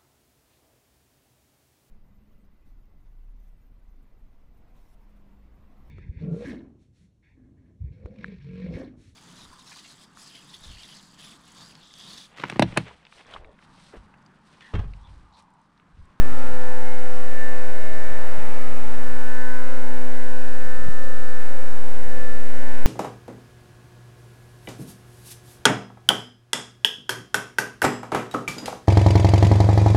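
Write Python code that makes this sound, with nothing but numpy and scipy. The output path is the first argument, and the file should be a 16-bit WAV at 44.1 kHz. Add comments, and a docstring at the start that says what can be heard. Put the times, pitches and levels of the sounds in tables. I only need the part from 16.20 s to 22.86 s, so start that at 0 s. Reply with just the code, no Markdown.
"""Model helicopter hovering over a field.

A small two-stroke glow engine holds a nearly steady speed. Running rich, it fires on every second
turn and now and then slips a beat; the main blades chop the exhaust note, throb and rush.
The tail rotor hums. Light wind bumps the microphone of a small camera with a coarse converter."""
import sys
import numpy as np
from scipy import signal
from scipy.fft import rfft, irfft, next_fast_len
from scipy.io import wavfile
from scipy.ndimage import map_coordinates

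SR = 44100
rng = np.random.default_rng(int(sys.argv[2]) if len(sys.argv) > 2 else 0)


def unload_wav(signal):
    """Save mono or channel-first audio to the path in sys.argv[1] as 16-bit WAV at rate SR, clipped to [-1, 1]."""
    wavfile.write(
        sys.argv[1],
        SR,
        np.round(np.clip(np.atleast_2d(signal).T, -1, 1) * 32767).astype(np.int16),
    )


N = 293706

# camera hiss: freq_hz, density_db
HISS_SPECTRUM = [(100, 11), (3000, -1.5), (5000, -0.5), (8000, -3), (15000, -6)]
# camera whine: pitch_hz, level_db
WHINE_TONES = [(5669, -82), (8441, -69), (10002, -77), (14427, -83)]
# wind on the microphone: time_s, level_db
WIND_LEVEL = [(0.22, -42), (0.8, -57.5), (1.3, -52), (2.9, -48), (3.2, -57), (4.1, -56), (4.7, -45.5),
              (5.2, -55), (5.85, -46.5), (6.6, -53.5)]
# wind rumble: freq_hz, density_db
RUMBLE_SPECTRUM = [(5, -21), (20, 1), (60, -2), (125, -6.5), (170, -16.5), (400, -16), (1500, -86)]
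# eddies on the microphone: time_s, level_db
WIND_BUMPS = [(2.183, -23), (4.667, -24.5), (4.686, -18.5)]
# main rotor load relative to hover: time_s, load_db
ROTOR_LOAD = [(0.3, 4.5), (0.75, 0.5), (1.7, 1), (2.15, 5.5), (2.8, 3.5), (3.3, 0.5), (4.0, -1.5),
              (4.6, -5.5), (5.35, -4.5), (5.8, -2.5), (6.5, -2.5)]
# air torn by the blades: freq_hz, density_db
WASH_SPECTRUM = [(100, -32), (200, -11), (350, -16), (550, -0.5), (880, 2.5), (1100, -4.5), (1600, -6.5),
                 (2100, -4.5), (2600, -9), (3300, -19), (6000, -32)]
# gas through the muffler's resonance: freq_hz, density_db
JET_SPECTRUM = [(200, -8), (500, 5.5), (1100, -10.5), (1450, 2), (1750, 4), (2000, -13), (2700, -6),
                (4000, -30)]
# crankshaft: time_s, speed_hz
CRANK_SPEED = [(0, 252.4), (0.2, 253), (0.5, 251.8), (0.9, 252.05), (1.27, 252.8), (1.63, 252.35),
               (2.03, 253.45), (2.35, 251.5), (2.64, 250.7), (2.96, 251.6), (3.42, 251.9), (3.82, 250.5),
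               (4.28, 253.3), (4.62, 253.7), (4.88, 252.85), (5.65, 252.7), (6.07, 250.5), (6.42, 253.05),
               (6.66, 252.5)]
# firing slips to the other turn: start_s, end_s, slips_per_s
STUMBLES = [(0.906, 0.94, 33), (1.855, 2.45, 6.4), (4.371, 5.45, 12)]
# exhaust note behind the muffler: crank_order, level_db
EXHAUST_PARTIALS = [(.5, -57), (1, -43.5), (1.5, -53.5), (2, -42), (2.5, -49.5), (3, -51.5), (3.5, -48.5),
                    (4, -54.5), (4.5, -57), (5, -52), (5.5, -53), (6, -48.5), (6.5, -53), (7, -46.5),
                    (7.5, -59), (8, -57.5), (8.5, -57), (9, -59.5), (9.5, -66.5), (10, -61.5), (10.5, -73),
                    (11, -68), (11.5, -71), (12, -71), (13, -76), (14, -79), (15, -74)]
# tone near 250 Hz: time_s, level_db
LOW_TONE = [(0.1, 3), (1.9, -3), (2.8, 3.5), (3.45, 1.5), (3.85, 5.5), (4.25, 0), (5.3, -5), (6.3, 1)]
# drone near 500 and 760 Hz: time_s, level_db
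OCTAVE_TONE = [(0.03, -1.5), (0.4, 4.5), (0.95, 3.5), (1.9, 0), (3.6, 1), (5.4, -2), (6.05, 0),
               (6.599, -2.8)]
# growl near 380 and 630 Hz: time_s, level_db
GROWL = [(0.5, -4), (1.6, 6), (3.0, -3), (3.9, 1.5), (4.9, -8.5), (6.5, 1.5)]
# nasal tone near 1.3 kHz: time_s, level_db
NASAL = [(0.12, 3), (0.9, -5.5), (1.8, -1), (2.55, 4.5), (3.0, -2.5), (3.45, 6), (4.0, -10), (4.6, 5),
         (5.3, 3.5), (6.0, -14)]
# buzz at 1 to 1.6 kHz: time_s, level_db
BUZZ = [(0.03, -7), (0.45, 2.5), (1.06, -8), (1.25, 0), (2.052, -0.5), (2.5, -8), (3.35, 9), (3.8, 1),
        (4.15, 3.5), (4.7, -0.5), (5.8, -1.5), (6.17, -10), (6.45, 1.5)]
# ring near 1.8 kHz: time_s, level_db
RING = [(0.05, 2), (1.08, -4), (1.23, 8.5), (1.5, -2), (2.0, 2.5), (2.55, -6.5), (3.22, 6.5), (3.47, -8),
        (3.72, 1.5), (4.05, -0.5), (4.25, 0.5), (4.98, 5), (5.72, -6), (6.1, 4.5), (6.3, -1.5)]
# partials with their own level curve: crank_orders, curve
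LEAD_TONES = [((1,), LOW_TONE), ((2, 3), OCTAVE_TONE), ((1.5, 2.5), GROWL), ((5,), NASAL), ((4, 6, 6.5),
              BUZZ), ((7,), RING)]


def amp(db):
    """Decibels to gain."""
    return 10 ** (np.asarray(db) / 20)


def unit(x):
    """Scale to rms 1."""
    return x / np.sqrt(np.mean(x ** 2) + 1e-20)


def curve(rows):
    """(time_s, value) rows to one value per sample."""
    return np.interp(np.arange(N) / SR, *np.transpose(rows))


def wobble(rate_hz):
    """Smooth random curve, rate_hz knots a second."""
    coarse = np.arange(0, N + 64, 64)
    knots = rng.standard_normal(4096)
    return np.interp(np.arange(N), coarse, map_coordinates(knots, [coarse * rate_hz / SR], mode="wrap"))


def filtered(x, response):
    """Apply the gain response(hz)."""
    size = next_fast_len(N + 8192)
    return irfft(rfft(x, size) * response(np.fft.rfftfreq(size, 1 / SR)), size)[:N]


def noise(spectrum, gate=1):
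    """Gated, coloured noise of rms 1."""
    freq_hz, db = np.transpose(spectrum)
    white = gate * rng.standard_normal(N)
    return unit(filtered(white, lambda hz: amp(np.interp(np.log(hz + 1), np.log(freq_hz), db))))


def electronics(hiss_db, whine_gain_db):
    """Camera hiss and thin, steady whine."""
    t = np.arange(N) / SR
    whine = sum(amp(db + whine_gain_db) * np.sin(2 * np.pi * hz * t) for hz, db in WHINE_TONES)
    return amp(hiss_db) * noise(HISS_SPECTRUM) + whine


def wind(gain_db, lumpy_db, bump_gain_db, bump_hz, bump_width_s):
    """Lumpy rumble; a few eddies push and pull the microphone membrane."""
    rumble = unit(amp(lumpy_db * wobble(22)) * noise(RUMBLE_SPECTRUM))
    out = amp(curve(WIND_LEVEL) + gain_db) * rumble
    for time_s, db in WIND_BUMPS:
        t = np.arange(N) / SR - time_s - bump_width_s / 2
        out += amp(db + bump_gain_db) * np.cos(2 * np.pi * bump_hz * t) / (1 + (t / bump_width_s) ** 2)
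    return out


def tail_rotor(turns, load_db, first_db, second_db, flutter_rad, flutter_db):
    """Two small geared blades hum unsteadily, louder at low main rotor load."""
    passes = 1.071 * turns
    phase = 2 * np.pi * passes + flutter_rad * wobble(22)
    hum = amp(first_db) * np.sin(phase) + amp(second_db) * np.sin(2 * phase)
    return amp(-0.94 * load_db + flutter_db * wobble(8.9)) * hum


def main_rotor(blade_passes, level_db, waver_db):
    """Soft throb of the two main blades."""
    phase = 2 * np.pi * blade_passes
    return amp(level_db + waver_db * wobble(2.04)) * (np.sin(phase) + .5 * np.sin(2 * phase))


def blade_wash(blade_passes, load_db, level_db, swish_depth):
    """Torn air: grows with load, swells with each blade."""
    swish = np.exp(swish_depth * np.cos(2 * np.pi * blade_passes))
    return amp(level_db + load_db) * noise(WASH_SPECTRUM, swish)


def muffler_jet(cycles, level_db, waver_db, puff_depth):
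    """Gas rushes through the muffler, swelling with each puff."""
    puffs = np.exp(puff_depth * np.cos(2 * np.pi * cycles))
    return amp(level_db + waver_db * wobble(2.83)) * noise(JET_SPECTRUM, puffs)


def firing_cycles(turns):
    """Two turns per cycle; in a stumble, each random slip advances it one turn."""
    t, slips = np.arange(N) / SR, np.zeros(N)
    for (start_s, end_s, slips_per_s), chance in zip(STUMBLES, rng.random((len(STUMBLES), 64))):
        slip_s = start_s + (np.arange(len(chance)) + chance) / slips_per_s
        slip_turns = np.round(np.interp(slip_s[slip_s < end_s], t, turns))
        slips += np.searchsorted(slip_turns, turns + 1 / 8)
    return (turns + slips) / 2


def puff_phases(levels_db):
    """Phases that gather the partials into a puff: sharp front, ringing tail."""
    log_gain = np.log(amp(np.concatenate([levels_db[:1], levels_db, levels_db[-2::-1]])))
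    return -np.imag(signal.hilbert(log_gain))[1:len(levels_db) + 1]


def partial_swell_db(order, load_db, lead_sway_db, sway_db, sway_hz):
    """Lead tones follow their own curves, the high rasp the growl, the rest the load."""
    # short waves have narrow lobes: high partials vary most as the model sways
    sway = np.sqrt(order) * wobble(sway_hz)
    for orders, levels in LEAD_TONES:
        if order in orders:
            return curve(levels) + lead_sway_db * sway
    if order >= 7.5:  # rasp
        return 0.59 * curve(GROWL) - 0.2 + sway_db * sway
    return 0.52 * load_db + sway_db * sway


def exhaust(cycles, blade_passes, load_db, gain_db, tilt_db, drift_rad, uneven_db, jitter_turns, chop):
    """Uneven puffs as a stack of crank orders; firing every second turn gives the half orders."""
    orders, levels_db = np.transpose(EXHAUST_PARTIALS)
    per_turn = rng.standard_normal((2, 4096))
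    strength, timing = [np.interp(2 * cycles, np.arange(4096), row) for row in per_turn]
    turns = 2 * cycles + jitter_turns * timing
    out = np.zeros(N)
    for order, level_db, phase in zip(orders, levels_db, puff_phases(levels_db)):
        swell_db = partial_swell_db(order, load_db, lead_sway_db=0.66, sway_db=1.28, sway_hz=6)
        # each passing blade shades and mirrors the muffler
        shade = 1 + chop * np.cos(2 * np.pi * (blade_passes + rng.random()))
        # muffler and shifting echoes smear the puff, high partials most
        smear_rad = drift_rad * np.sqrt(order) * wobble(2.007) - (order / 4) ** 2
        partial = np.cos(2 * np.pi * order * turns + phase + smear_rad)
        out += amp(level_db + tilt_db * order + swell_db) * shade * partial
    return np.sqrt(2) * amp(gain_db + uneven_db * strength) * out


def scene():
    """The crankshaft drives exhaust and both rotors, over wind and hiss."""
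    turns = np.cumsum(curve(CRANK_SPEED)) / SR
    load_db = curve(ROTOR_LOAD)
    cycles = firing_cycles(turns)
    blade_passes = .2353 * turns
    engine = exhaust(cycles, blade_passes, load_db, gain_db=-0.62, tilt_db=-0.0455,
                     drift_rad=0.48, uneven_db=0.45, jitter_turns=0.0016, chop=0.14)
    wash = blade_wash(blade_passes, load_db, level_db=-48.5, swish_depth=0.055)
    jet = muffler_jet(cycles, level_db=-50.0, waver_db=0.5, puff_depth=0.12)
    hum = tail_rotor(turns, load_db, first_db=-60.5, second_db=-53.0, flutter_rad=0.72, flutter_db=5)
    throb = main_rotor(blade_passes, level_db=-52.0, waver_db=2.0)
    breeze = wind(gain_db=5.0, lumpy_db=2.0, bump_gain_db=-3.0, bump_hz=120, bump_width_s=0.0022)
    camera = electronics(hiss_db=-50.5, whine_gain_db=2.5)
    return (camera + breeze + hum + throb + wash + jet + engine)[None]


def converter(x, step, uneven):
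    """Uneven steps: the wave lingers at some levels and hurries between them, adding fizz."""
    angle = 2 * np.pi * x / step
    return x + uneven * step / (2 * np.pi) * (np.sin(angle) - .5 * np.sin(2 * angle))


def record(dry):
    """Coarse camera converter with a band limit and a DC offset."""
    top_hz, dc_offset = 15440, -0.637
    coarse = converter(dry[0], step=0.036, uneven=0.49)
    return filtered(coarse, lambda hz: hz < top_hz)[None] + dc_offset


dry = scene()
out = record(dry)
unload_wav(out)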